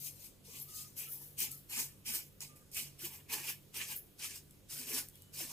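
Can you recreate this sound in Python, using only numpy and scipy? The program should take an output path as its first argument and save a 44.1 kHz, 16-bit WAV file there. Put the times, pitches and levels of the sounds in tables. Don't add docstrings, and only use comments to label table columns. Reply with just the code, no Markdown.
import sys
import numpy as np
from scipy import signal
from scipy.fft import rfft, irfft, next_fast_len
from scipy.io import wavfile
from scipy.ndimage import map_coordinates

SR = 44100
rng = np.random.default_rng(int(sys.argv[2]) if len(sys.argv) > 2 else 0)


def volts_from_decibels(level):
    exponent = np.asarray(level, float) / 20
    return 10 ** exponent


def wav_out(sig):
    wavfile.write(sys.argv[1], SR, np.round(np.clip(np.atleast_2d(sig).T, -1, 1) * 32767).astype(np.int16))


N = 243423
HALVES = np.array([[.5], [-.5]])


def rms_one(x):
    return x / np.sqrt(np.mean(x ** 2) + 1e-20)


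def at_hz(points, hz):
    at, *columns = np.transpose(points)
    return [np.interp(np.log(hz), np.log(at), c) for c in columns]


def in_time(rows):
    s, *columns = np.transpose(rows)
    return [np.interp(np.arange(N) / SR, s, c) for c in columns]


def drift(pole_hz):
    r = np.exp(-80 * np.pi * pole_hz / SR)
    noise = rng.standard_normal(N // 40 + 2002)
    slow = signal.lfilter([1], [1, -2 * r, r * r], noise)[2000:]
    return np.interp(np.arange(N) / 40, np.arange(len(slow)), rms_one(slow))


def resonance(x, hz, width_hz):
    r = np.exp(-np.pi * width_hz / SR)
    poles = [1, -2 * r * np.cos(2 * np.pi * hz / SR), r * r]
    return signal.lfilter([(1 - r * r) / 2, 0, (r * r - 1) / 2], poles, x)


def two_sided(mid_side, likeness, hz):
    alike, pan_db = at_hz(likeness, hz)
    alike = np.clip(alike, -1, 1)
    mid, side = np.sqrt(1 + alike) * mid_side[0], np.sqrt(1 - alike) * mid_side[1]
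    return volts_from_decibels(HALVES * pan_db) * (mid + side * 2 * HALVES)


def bank(sources, spectrum, likeness, count, patchy_db, patchy_hz):
    edges_hz = np.geomspace(spectrum[0][0], min(spectrum[-1][0], .45 * SR), count + 1)
    out = 0
    for k, (low, high) in enumerate(zip(edges_hz, edges_hz[1:])):
        hz = np.sqrt(low * high)
        band_pass = signal.butter(2, [low, high], "band", fs=SR, output="sos")
        band = signal.sosfilt(band_pass, sources[k % 2])
        level_db = at_hz(spectrum, hz)[0] + patchy_db * drift(patchy_hz)
        out = out + volts_from_decibels(level_db) * two_sided(band, likeness, hz)
    return rms_one(out)


def below(x):
    return signal.sosfiltfilt(signal.butter(6, 6600, fs=SR, output="sos"), x)


# [pitch_hz, correlation, left_over_right_db]
SWEEP_LIKENESS = [(300, 1, -1), (875, 0.64, -4.5), (2530, 0.42, -3), (5600, 0.43, -1), (14200, 0.68, 1.5)]
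# [pitch_hz, density_db]
TIP_SPECTRUM = [(3700, -15.5), (4800, -8.5), (5500, -6), (7000, -7), (8700, -5.5), (10000, -9.5)]
# [pitch_hz, density_db]
FINEST_SPECTRUM = [(10000, -7), (12000, -4), (14500, -4), (18000, -17)]
# [pitch_hz, width_hz, relative_db]
BUNDLE_MODES = [(2380, 440, 0.5), (2480, 470, 8.5), (2820, 410, 7), (3130, 104, 2)]
# [pitch_hz, width_hz, relative_db]
STEM_MODES = [(1284, 140, -3), (1470, 166, 2.5), (1777, 116, 6)]
# [pitch_hz, width_hz, relative_db]
DOOR_MODES = [(862, 86, -1.5), (922, 187, 8), (1052, 76, -1.5)]
# [pitch_hz, width_hz, relative_db]
CARCASS_MODES = [(258, 93, -1), (358, 84, -3.5), (624, 204, -7)]
# [time_s, stems_db, door_db, carcass_db]
PRESSURE = [(0, -41, -24, -33), (.5, -25, -13, -18), (.8, -20.5, -28, -34), (1.05, -12, -14.5, -18),
            (1.42, -18.5, -20, -24.5), (1.8, -13.5, -17, -22), (2.1, -14, -20.5, -24),
            (2.43, -25, -20, -30), (2.9, -19.5, -20.5, -17.5), (3.34, -12, -7, -14),
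            (3.5, -12.5, -14.5, -23), (3.8, -9.5, -16, -18.5), (4.3, -17.5, -23.5, -28.5),
            (4.72, -15.5, -27, -23), (4.85, -20, -19, -11), (4.97, -8.5, -11, -15), (5.35, -20, -23.5, -24),
            (5.45, -17.5, -14, -13)]


def broom():
    tips, finest, bundle = pushes()
    stems_db, door_db, carcass_db = in_time(PRESSURE)
    fine = [slips(7000, uneven_db=1.5, clump_db=1.65) for source in range(2)]
    coarse = slips(4000, uneven_db=0.5, clump_db=1.0)
    sound = tips * bank(fine, TIP_SPECTRUM, SWEEP_LIKENESS, count=16, patchy_db=2.5, patchy_hz=18)
    sound = sound + tips * volts_from_decibels(-5.5) * twang(1000, cycles=76)
    sound = sound + finest * bank(fine, FINEST_SPECTRUM, SWEEP_LIKENESS, count=10,
                                  patchy_db=2.0, patchy_hz=9.2)
    bodies = [(bundle, BUNDLE_MODES), (tips * volts_from_decibels(stems_db), STEM_MODES),
              (tips * volts_from_decibels(door_db), DOOR_MODES), (tips * volts_from_decibels(carcass_db), CARCASS_MODES)]
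    for height, modes in bodies:
        sound = sound + height * body(modes, coarse, patchy_db=4.0)
    return stereo_image(sound + ticks() + bumps())


# [lands_s, swell_s, lift_db_per_s, tips_db, finest_re_tips_db, bundle_re_tips_db]
BROOM_PUSHES = [(-.01, 0.084, 334, -47.5, 5, -12.5), (.13, 0.12, 212, -56, 1.5, -11.5),
                (0.444, 0.13, 184, -51, -1, -7), (.58, 0.035, 295, -57, 13.5, -28),
                (0.682, 0.11, 148, -48, 0.5, -30), (0.96, 0.034, 170, -46.5, 6.5, -4.5),
                (1.059, 0.069, 170, -57, 14.5, -11), (1.17, 0.055, 159, -59.5, 10.5, -23),
                (1.376, 0.044, 267, -37.5, 2, -3.5), (1.50, 0.013, 192, -54, 8, -27),
                (1.69, 0.042, 206, -45, 1, -4.5), (1.73, 0.066, 240, -37.5, -0.5, -9),
                (2.052, 0.038, 200, -41, -3.5, -6), (2.09, 0.065, 264, -40.5, 4, -6.5),
                (2.402, 0.017, 218, -46.5, -4, -7), (2.553, 0.013, 198, -67.5, 6, -6),
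                (2.712, 0.025, 200, -53.5, 3, -17), (2.74, 0.043, 203, -39.5, -1, -7),
                (2.988, 0.062, 234, -45.5, 2.5, -5.5), (3.1, 0.041, 222, -55, 4.5, -2),
                (3.291, 0.046, 197, -40.5, 1, -4), (3.37, 0.031, 200, -49, -3, -1.5),
                (3.43, 0.068, 402, -41.5, 2.5, -2.5), (3.736, 0.032, 193, -43.5, 2, -3.5),
                (3.779, 0.034, 202, -45, -5, 1), (3.859, 0.061, 326, -44.5, 1.5, -4.5),
                (3.949, 0.016, 300, -65.5, 24.5, -24), (4.186, 0.059, 200, -41.5, -2.5, -8),
                (4.26, 0.054, 205, -52, -8, -6.5), (4.329, 0.033, 400, -48, -0.5, -11),
                (4.5, 0.016, 124, -75, 4, -8), (4.689, 0.039, 198, -44.5, -2, -14),
                (4.75, 0.044, 150, -45, -1.5, -11.5), (4.862, 0.12, 339, -37.5, 1, -9),
                (5.1, 0.074, 200, -72, 6, -6), (5.332, 0.08, 165, -42, 0, -10.5),
                (5.47, 0.076, 200, -45.5, -1, -10)]


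def pushes():
    touch_s, landing_db_per_s, swell_db = 0.0084, 1000, 12
    trail_db, trail_db_per_s, trail_finest_db = -27.5, 70, 5.5
    t, power = np.arange(0, N + 32, 32) / SR, 0
    for lands_s, swell_s, lift_db_per_s, tips_db, finest_db, bundle_db in BROOM_PUSHES:
        after_s = t - lands_s - swell_s
        swell_lift_db = np.minimum(swell_db * after_s / swell_s, -lift_db_per_s * after_s)
        landing_db = np.minimum(landing_db_per_s * (t - lands_s - touch_s), 0)
        main = volts_from_decibels(tips_db + swell_lift_db + landing_db)
        trail = (after_s > 0) * volts_from_decibels(tips_db + trail_db - trail_db_per_s * np.abs(after_s))
        trail = trail * volts_from_decibels(np.array([[0], [trail_finest_db], [0]]))
        shares = volts_from_decibels(2 * np.array([[0], [finest_db], [bundle_db]]))
        power = power + (main ** 2 + trail ** 2) * shares
    return [np.interp(np.arange(N) / SR, t, np.sqrt(p)) for p in power]


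def slips(per_s, uneven_db, clump_db):
    sizes_db = uneven_db * np.minimum(rng.exponential(1, (2, N)), 5)
    sizes = volts_from_decibels(sizes_db) * rng.choice([-1, 1], (2, N))
    happens = rng.random((2, N)) < per_s / SR
    return sizes * happens * volts_from_decibels(clump_db * drift(41)) + 1e-18


def twang(per_s, cycles):
    train = slips(per_s, uneven_db=0.5, clump_db=1.5)
    dealt, out = rng.integers(0, 36, N), 0
    for k, hz in enumerate(np.geomspace(2000, 11000, 36) * rng.uniform(1.0, 1.02, 36)):
        rung = resonance(train * (dealt == k) + 1e-18, hz, hz / cycles)
        out = out + two_sided(rung, SWEEP_LIKENESS, hz)
    return rms_one(out)


def body(modes, train, patchy_db):
    out = 0
    for hz, width_hz, db in modes:
        rung = resonance(resonance(train, hz, 1.5 * width_hz), hz, 1.5 * width_hz)
        out = out + volts_from_decibels(db + patchy_db * drift(19.2)) * two_sided(rung, SWEEP_LIKENESS, hz)
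    return rms_one(out)


# [start_s, peak_db, pitch_hz]
SNAPS = [(0.6005, -37, 13500), (0.967, -44, 13750), (1.3904, -27, 14100), (1.404, -20, 13300),
         (1.4257, -31, 10400), (1.516, -31, 11100), (1.698, -37, 13200), (2.064, -35, 9000),
         (2.406, -30, 5740), (2.409, -39, 2760), (2.423, -34, 6690), (2.561, -49, 11800),
         (2.716, -42, 11900), (2.7456, -33, 9900), (2.9923, -42, 10100), (3.053, -27, 10200),
         (3.3, -49, 2480), (3.3254, -36, 11800), (3.744, -43, 5460), (3.974, -39, 11500),
         (4.1939, -52, 13000), (4.509, -45.5, 11100), (4.6954, -56, 6620), (4.779, -33, 10700),
         (5.086, -39, 11200), (5.155, -46, 13200), (5.221, -41, 12200), (5.337, -56, 7350)]


def ticks():
    out, t = np.zeros(N), np.arange(400) / SR
    for start_s, peak_db, hz in SNAPS:
        crack = rng.standard_normal(400) * np.exp(-t / 0.002)
        treble = resonance(resonance(crack, 9000, 9000), 9000, 9000)
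        snap = resonance(crack, hz, .25 * hz) + volts_from_decibels(-6) * treble
        out[round(start_s * SR):][:len(t)] += volts_from_decibels(peak_db) * snap / np.abs(snap).max()
    return out


# [start_s, peak_db, pitch_hz]
FURNITURE_BUMPS = [(0.481, -57, 469), (1.413, -59, 221), (2.089, -53.5, 225), (2.78, -77, 204),
                   (3.033, -51, 346), (3.322, -56, 454), (4.791, -53.5, 250), (4.926, -57, 240),
                   (5.438, -62, 395)]


def bumps():
    out, t = np.zeros(N), np.arange(int(.12 * SR)) / SR
    for start_s, peak_db, hz in FURNITURE_BUMPS:
        ring = (1 - np.exp(-t * 150)) * np.exp(-t * hz / 3.9) * np.sin(2 * np.pi * hz * t)
        ring = volts_from_decibels(peak_db) * ring / np.abs(ring).max()
        start = round(start_s * SR)
        out[start:][:len(t)] += ring[:N - start]
    return out


# [time_s, left_ahead_ms, left_over_right_db, treble_difference_db]
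STEREO_COURSE = [(0, 0.31, 5.5, 4), (.5, 0.28, 3, -2.5), (1.4, 0.34, 2.5, 2.5), (1.8, 0.12, 1, 2.5),
                 (2.1, .11, 1, 2), (2.2, 0.15, -0.5, -11), (3.4, 0.015, 0.5, -10), (5.2, 0.051, 1.5, -8),
                 (5.45, 0.021, .5, -1)]


def stereo_image(sound):
    ahead_ms, pan_db, difference_db = in_time(STEREO_COURSE)
    low = below(sound)
    left, right = sound - low
    treble = (left + right) / 2 + volts_from_decibels(difference_db) * (left - right) * HALVES
    low[0] = map_coordinates(low[0], [np.arange(N) + ahead_ms * SR / 1000], mode="nearest")
    return (low + treble) * volts_from_decibels(HALVES * pan_db)


def room(x):
    t60_s, wall_cut_hz, gain_db = 0.074, 23000, -3.5
    out, size = np.zeros((2, N)), next_fast_len(N + SR)
    w = 2 * np.pi * np.arange(size // 2 + 1) / size
    dull = 1 / (1 + 1j * w * SR / (2 * np.pi * wall_cut_hz))
    heard = rfft(x, size)
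    for k, lag in enumerate(rng.uniform(.009, 0.027, 16) * SR):
        loop = volts_from_decibels(-60 * lag / SR / t60_s) * dull * np.exp(-1j * w * round(lag))
        out[k % 2] += irfft(heard * loop / (1 - loop), size)[:N] * (-1) ** (k // 2)
    return volts_from_decibels(gain_db) * out


# [start_s, length_s, pitch_hz, level_db, left_over_right_db]
FAR_TONES = [(0.48, 0.37, 1172, -79.5, -6), (0.669, .21, 1243, -69.5, 4), (1.063, 0.042, 1313, -64.5, -8),
             (1.478, 0.11, 1303, -73, 7), (2.477, 0.16, 1206, -72.5, -2), (5.127, 0.048, 3340, -73, 4),
             (5.134, 0.19, 2970, -82, 14), (5.163, 0.093, 3840, -79, -3)]


def far_tones():
    t, out = np.arange(N) / SR, np.zeros((2, N))
    for start_s, length_s, hz, level_db, pan_db in FAR_TONES:
        ends = np.clip(np.minimum(t - start_s, start_s + length_s - t) / .025, 0, 1)
        shape = ends * volts_from_decibels(level_db + 4 * drift(25))
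        phase = 2 * np.pi * np.cumsum(hz * (1 + .009 * drift(20))) / SR
        tone = np.sqrt(2) * np.sin(phase + np.array([[0], [1.6]]))
        out += shape * tone * volts_from_decibels(pan_db * HALVES)
    return out


# [pitch_hz, level_db, waver_db]
HUM_LINES = [(96, -72, 2.5), (143.6, -67.5, 4.5), (194, -75, 3.5)]


def hum():
    out = 0
    for hz, level_db, waver_db in HUM_LINES:
        phase = 2 * np.pi * np.cumsum(hz + 2.5 * drift(3.0)) / SR
        out = out + volts_from_decibels(level_db + waver_db * drift(6.0)) * np.sin(phase)
    return np.sqrt(2) * out


# [pitch_hz, density_db]
RUMBLE_SPECTRUM = [(12, -44), (20, -10.5), (114, -10), (147, -12), (205, -20.5), (223, -13), (490, -18),
                   (747, -29.5), (2640, -33), (2870, -28.5), (5320, -33.5), (12700, -32), (16400, -37)]
# [pitch_hz, correlation, left_over_right_db]
RUMBLE_LIKENESS = [(31.2, 0.64, -6), (140, 0.65, -0.5), (503, 0.38, -2.5), (5250, 0.043, -1.5),
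                   (7000, 0.96, 0)]


def room_tone():
    noise = rng.standard_normal((2, 2, N))
    return volts_from_decibels(-63.5) * bank(noise, RUMBLE_SPECTRUM, RUMBLE_LIKENESS, count=30,
                             patchy_db=1.47, patchy_hz=5.0)


def scene():
    sweep = broom()
    echo = room(sweep.mean(axis=0))
    echo = echo.mean(axis=0) + below(echo[0] - echo[1]) * HALVES
    return sweep + echo + far_tones() + hum() + room_tone()


def top_cut(x):
    return signal.sosfilt(signal.butter(12, 16500, fs=SR, output="sos"), x)


def record(dry):
    cut = signal.sosfilt(signal.cheby2(20, 70, 15950, fs=SR, output="sos"), dry)
    return top_cut(cut)


dry = scene()
out = record(dry)
wav_out(out)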